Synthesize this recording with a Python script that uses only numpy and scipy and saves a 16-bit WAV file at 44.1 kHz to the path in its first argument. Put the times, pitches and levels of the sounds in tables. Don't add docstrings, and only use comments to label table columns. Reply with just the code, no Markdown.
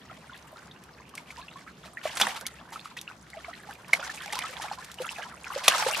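import sys
import numpy as np
from scipy import signal
from scipy.fft import rfft, irfft
from scipy.io import wavfile

SR = 44100
rng = np.random.default_rng(int(sys.argv[2]) if len(sys.argv) > 2 else 0)


def store_pcm(level_fs):
    pcm = np.round(np.clip(level_fs, -1, 1) * 32767).astype(np.int16)
    wavfile.write(sys.argv[1], SR, np.atleast_2d(pcm).T)


N = 264600

# t/s, level/dB, starting f/Hz, t60/s
AIR_POCKETS = [(0.097, -37, 1300, 0.056), (0.114, -30, 710, 0.018), (0.295, -35, 1410, 0.03),
               (0.321, -38, 1030, .045), (0.333, -37, 3360, .016), (0.528, -32.5, 618, 0.028),
               (0.559, -40.5, 1324, 0.054), (0.712, -38, 3570, 0.022), (1, -42, 990, 0.052),
               (1.139, -36.5, 1120, 0.029), (1.179, -22.5, 2180, 0.012), (1.304, -28.5, 2220, 0.019),
               (1.376, -38.5, 934, 0.18), (1.483, -33.5, 2676, 0.029), (1.557, -35, 1060, 0.063),
               (1.665, -41.5, 1240, 0.1), (1.971, -28, 1836, 0.04), (2.054, -14, 617, 0.032),
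               (2.211, -17.5, 792, 0.039), (2.208, -22, 1470, 0.036), (2.214, -9, 3290, 0.026),
               (2.212, -34, 200, 0.16), (2.269, -13, 975, 0.011), (2.269, -13.5, 1780, 0.014),
               (2.454, -33, 2130, 0.04), (2.722, -35.5, 883, 0.063), (2.758, -26.5, 1270, 0.034),
               (2.856, -22.5, 1240, 0.012), (2.967, -33, 1860, .03), (2.975, -25.5, 2564, 0.011),
               (2.988, -29, 3580, .018), (3.077, -26.5, 2700, 0.013), (3.083, -35.5, 1380, .03),
               (3.1, -31.5, 1470, 0.02), (3.113, -27.5, 985, .008), (3.333, -35, 1910, 0.034),
               (3.367, -33, 638, 0.059), (3.445, -27, 2190, 0.013), (3.481, -32, 673, 0.056),
               (3.532, -32, 1904, 0.023), (3.688, -34, 787, 0.079), (3.709, -32, 1537, 0.025),
               (3.933, -3, 2163, 0.016), (4.027, -26.5, 1410, 0.044), (4.097, -27, 1733, 0.033),
               (4.174, -33.5, 2440, .04), (4.244, -32, 1650, .02), (4.26, -38, 786, 0.13),
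               (4.302, -32, 1820, .03), (4.324, -24.5, 2110, 0.025), (4.332, -25.5, 823, 0.056),
               (4.366, -28.5, 992, 0.044), (4.422, -30.5, 3090, 0.018), (4.439, -27, 1238, 0.079),
               (4.491, -38, 499.4, 0.087), (4.598, -21.5, 870, 0.019), (4.643, -24.5, 810, 0.041),
               (4.713, -18.5, 818, 0.024), (4.784, -33, 1007, 0.054), (4.823, -33, 1670, 0.03),
               (4.985, -29.5, 2800, 0.025), (5.001, -26, 500, 0.076), (5.043, -28.5, 1305, 0.061),
               (5.16, -29.5, 2520, 0.015), (5.236, -34, 3067, 0.015), (5.468, -23, 1440, 0.016),
               (5.091, -20, 2670, 0.013), (5.184, -27.5, 694, 0.051), (5.444, -25.5, 2400, 0.012),
               (5.502, -24, 1070, 0.026), (5.56, -19, 543, 0.05), (5.678, -17, 1166, 0.03),
               (5.68, -2.5, 2744, 0.0098), (5.679, -37, 179, 0.055), (5.728, -22.5, 750, .035),
               (5.746, -14.5, 1242, 0.026), (5.793, -17.5, 956, .014), (5.823, -17.5, 841, 0.03),
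               (5.826, -10, 2120, .007), (5.863, -14, 511, 0.05)]
# t/s, level/dB, t60/s
TAIL_SLAPS = [(1.174, -36.5, 0.05), (1.302, -40, 0.072), (1.849, -42.5, .1), (2.0299, -35, 0.2),
              (2.169, -22, 0.05), (2.1982, -17.5, 0.047), (2.2124, -9, 0.02), (2.359, -33, .09),
              (2.721, -38.5, 0.15), (2.843, -40, .1), (2.967, -35, 0.07), (3.931, -16.5, 0.038),
              (4.2599, -25, 0.0091), (4.3238, -24, 0.049), (4.354, -23.5, 0.015), (4.3891, -17, 0.013),
              (4.619, -29, 0.05), (5.018, -32, 0.025), (5.6331, -26.5, 0.17), (5.68, -2, 0.026),
              (5.88, -27, .08)]
# f/Hz, level/dB
SPLASH_SPECTRUM = [(150, -28.5), (805, -7), (923, -6.5), (3490, -9.5), (11500, -21), (16000, -36.5)]
LUMPS_HZ = 147


def from_db(db):
    return 10 ** (np.asarray(db) / 20)


def rms_one(x):
    return x / np.sqrt(np.mean(x ** 2) + 1e-20)


def at_hz(points, hz):
    freqs, values = np.transpose(points)
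    return np.interp(np.log(hz), np.log(freqs), values)


def colour(x, spectrum, size=4096):
    hz = np.maximum(np.arange(size // 2 + 1) * SR / size, 10)
    cepstrum = irfft(np.log(from_db(at_hz(spectrum, hz))))
    cepstrum[1:size // 2] *= 2
    cepstrum[size // 2 + 1:] = 0
    return signal.fftconvolve(x, irfft(np.exp(rfft(cepstrum))))[:len(x)]


def drift(rate_hz):
    pole = np.exp(-2 * np.pi * rate_hz / SR)
    wander = signal.lfilter([1], [1, -2 * pole, pole * pole], rng.standard_normal(N + SR))
    return np.tanh(rms_one(wander[SR:]))


def add(out, s, sound):
    at = round(s * SR)
    out[at:at + len(sound)] += sound[:max(N - at, 0)]


def bubble(level_db, hz, t60, rise, swell_s, hold=1):
    t = np.arange(int(t60 * SR) + 2) / SR
    turns = np.cumsum(hz * 2 ** np.minimum(rise * t, 1)) / SR
    burst = np.maximum(rise * t - .5, 0)
    fade_db = -60 * ((t / t60) ** hold + burst)
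    return (1 - np.exp(-t / swell_s)) * from_db(level_db + fade_db) * np.sin(2 * np.pi * turns)


def impacts(rows, tilt_db, tail_db, lump_db=0):
    out, t = np.zeros(N), np.arange(SR // 5) / SR
    lumpy = rng.standard_normal(N) * from_db(lump_db * drift(LUMPS_HZ))
    splash = rms_one(colour(lumpy, SPLASH_SPECTRUM))
    for s, level_db, t60 in rows:
        attack = 1 - np.exp(-t / (0.074 * t60))
        decay = from_db(-60 * t / t60) + from_db(tail_db - 60 * t / (1.25 * t60))
        at = min(round(s * SR), N - len(t))
        add(out, s, from_db(level_db) * splash[at:at + len(t)] * attack * decay)
    return colour(out, [(750, -3 * tilt_db), (12000, tilt_db)])


def outdoor_air(level_db, patchy_db):
    # f/Hz, level/dB
    spectrum = [(52, -14), (68, 5), (90, -8.5), (163, 3), (250, -3), (340, -7), (1000, -9.5), (7600, -30.5),
                (16000, -42)]
    # f/Hz, correlation
    likeness = [(100, .985), (250, .97), (640, .8), (3000, .2)]
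    out, edges = 0, 25 * 2 ** np.arange(0, 9.6, .5)
    noise = np.array([colour(rng.standard_normal(N), spectrum, size=16384) for _ in range(4)])
    pairs = noise.reshape(2, 2, N)
    for k, (low, high) in enumerate(zip(edges, edges[1:])):
        band = signal.butter(2, [low, high], "band", fs=SR, output="sos")
        mid, side = signal.sosfilt(band, pairs[k % 2])
        alike = np.clip(at_hz(likeness, np.sqrt(low * high)), 0, 1)
        stereo = np.sqrt(1 + alike) * mid + np.sqrt(1 - alike) * side * [[1], [-1]]
        out = out + from_db(patchy_db * (1 - alike / 2) * drift(4)) * stereo
    return from_db(level_db) * rms_one(out)


def whine(hz, level_db):
    return from_db(level_db) * np.sin(2 * np.pi * hz * np.arange(N) / SR)


def stirring():
    # t/s, level/dB
    churn = [(0.0, -68), (.53, -66), (1.1, -70), (1.35, -63), (1.76, -68.5), (1.86, -60.5), (1.95, -69.5),
             (2.07, -54), (2.34, -49), (2.45, -62), (2.93, -68), (3.2, -70.5), (3.45, -60), (3.86, -63),
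             (4.0, -53), (4.63, -52), (4.78, -60), (4.96, -63), (5.03, -53), (5.21, -53), (5.39, -65),
             (5.53, -46.5), (5.63, -52), (5.75, -39), (6.0, -40)]
    stir_db, settle_t60, usual_t60 = -36, .3, .05
    t = np.arange(N) / SR
    level = from_db(np.interp(t, *np.transpose(churn)))
    surge = (1 - np.exp(-t[:SR] / 0.0089)) * from_db(stir_db - 60 * t[:SR] / settle_t60)
    for s, level_db, *_, t60 in TAIL_SLAPS + AIR_POCKETS:
        add(level, s, from_db(level_db) * (t60 / usual_t60) * surge)
    return 20 * np.log10(level)


def spray(level_db, gust_db):
    white = rng.standard_normal(N) + rng.standard_normal((2, N))
    hiss = np.array([colour(port, SPLASH_SPECTRUM) for port in white])
    return from_db(level_db + gust_db * drift(34.0)) * rms_one(hiss)


def splats(busy, centre_hz, octaves, cycles, spread_db, count, size):
    cluster_s, port_lag_s = 0.023, 1.2e-4
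    out, elapsed = np.zeros((2, N)), np.cumsum(busy) / np.sum(busy)
    draws, clusters = rng.random((count, 5)), rng.random((count, size, 4))
    for (when, up, down, force, side), cluster in zip(draws, clusters):
        for late, pitch, life, weak in cluster:
            hz = centre_hz * 2 ** (octaves * (up - down) + pitch - .5)
            t60 = cycles * (.5 + life) / hz
            level_db = -spread_db * np.log(1 - .95 * force) - 10 * weak
            ring = bubble(level_db, hz, t60, rise=pitch / (4 * t60), swell_s=1 / hz)
            ring *= np.sqrt(hz)
            s = np.searchsorted(elapsed, when) / SR + cluster_s * late ** 2
            add(out[0], s, (.5 + side) * ring)
            add(out[1], s + port_lag_s * side ** 2, (1.5 - side) * ring)
    return rms_one(out) / rms_one(np.sqrt(busy))


def drop_ticks(fizz_t60, snap_t60, snap_db):
    # t/s, level/dB
    drops = [(0.3765, -45), (1.0922, -43), (0.838, -43), (1.153, -32), (2.4111, -31.5), (2.4662, -19.5),
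             (2.802, -49), (3.014, -31), (3.3025, -41), (3.7085, -41.5), (3.8824, -38), (4.846, -32.5),
             (4.916, -33.5), (4.9424, -35.5), (5.119, -35.5)]
    fizzes = [(s, level_db, fizz_t60) for s, level_db in drops]
    snaps = [(s, level_db + snap_db, snap_t60) for s, level_db in drops]
    return impacts(fizzes + snaps, tilt_db=5.5, tail_db=-47)


def pockets(froth_db, twin_db, rough_db_per_khz):
    out, flutter = np.zeros(N), drift(2 * LUMPS_HZ)
    for (s, level_db, hz, t60), shed in zip(AIR_POCKETS, rng.random((len(AIR_POCKETS), 4, 2))):
        rise = 4.5 * np.sqrt(hz / 1000)
        ring = bubble(level_db, hz, t60, rise, swell_s=2.37 / hz, hold=1.26)
        torn = ring * from_db(rough_db_per_khz * hz / 1000 * flutter[round(s * SR):][:len(ring)])
        add(out, s, rms_one(torn) * np.std(ring))
        twin_hz = hz * 1.3 ** (shed[0, 1] - .5)
        add(out, s, bubble(level_db + twin_db, twin_hz, t60, rise / 2, swell_s=3 / hz))
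        for late, small in shed[1:]:
            froth = bubble(level_db + froth_db, hz * 3 ** (small - .3), t60 / 2, rise, swell_s=0.0031)
            add(out, s + late * t60 / 2, froth)
    return out


def tail_slaps():
    return impacts(TAIL_SLAPS, tilt_db=1.5, tail_db=-9, lump_db=3.0)


def microphone_ports(water, left_lag_s, balance_db, echo_cut_hz):
    # delay/s, left level/dB, right level/dB
    echoes = [(.0078, -13.5, -49), (0.016, -18, -14)]
    hz = np.arange(N // 2 + 1) * SR / N
    left = irfft(rfft(water[0]) * np.exp(-2j * np.pi * hz * left_lag_s), N)
    out = np.array([from_db(balance_db / 2) * left, from_db(-balance_db / 2) * water[1]])
    dull = signal.sosfilt(signal.butter(1, echo_cut_hz, fs=SR, output="sos"), water)
    for s, left_db, right_db in echoes:
        add(out[0], s, from_db(left_db) * dull[0])
        add(out[1], 1.02 * s, from_db(right_db) * dull[1])
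    return out


def scene():
    stir_db = stirring()
    busy = from_db(stir_db / 4)
    gurgle = splats(busy, centre_hz=1500, octaves=1.3, cycles=25, spread_db=2.5, count=520, size=4)
    drips = splats(busy, centre_hz=5500, octaves=1.2, cycles=20, spread_db=5.0, count=400, size=8)
    water = from_db(0.88 * stir_db + 1.5) * gurgle
    water += from_db(stir_db + 0.5) * drips
    water += spray(stir_db + 3.5, gust_db=5.0)
    water += pockets(froth_db=-5.0, twin_db=-3.5, rough_db_per_khz=3.5)
    water += tail_slaps()
    water += drop_ticks(fizz_t60=0.027, snap_t60=0.0024, snap_db=10.5)
    close = microphone_ports(water, left_lag_s=1.8e-5, balance_db=-1, echo_cut_hz=11700)
    return close + outdoor_air(level_db=-53.5, patchy_db=5.0) + whine(hz=11806, level_db=-85)


def record(dry):
    bass_cut = signal.butter(2, 34, "high", fs=SR, output="sos")
    top_cut = signal.cheby2(12, 70, 16500, fs=SR, output="sos")
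    return signal.sosfilt(top_cut, signal.sosfilt(bass_cut, np.clip(dry, -1, 1)))


dry = scene()
out = record(dry)
store_pcm(out)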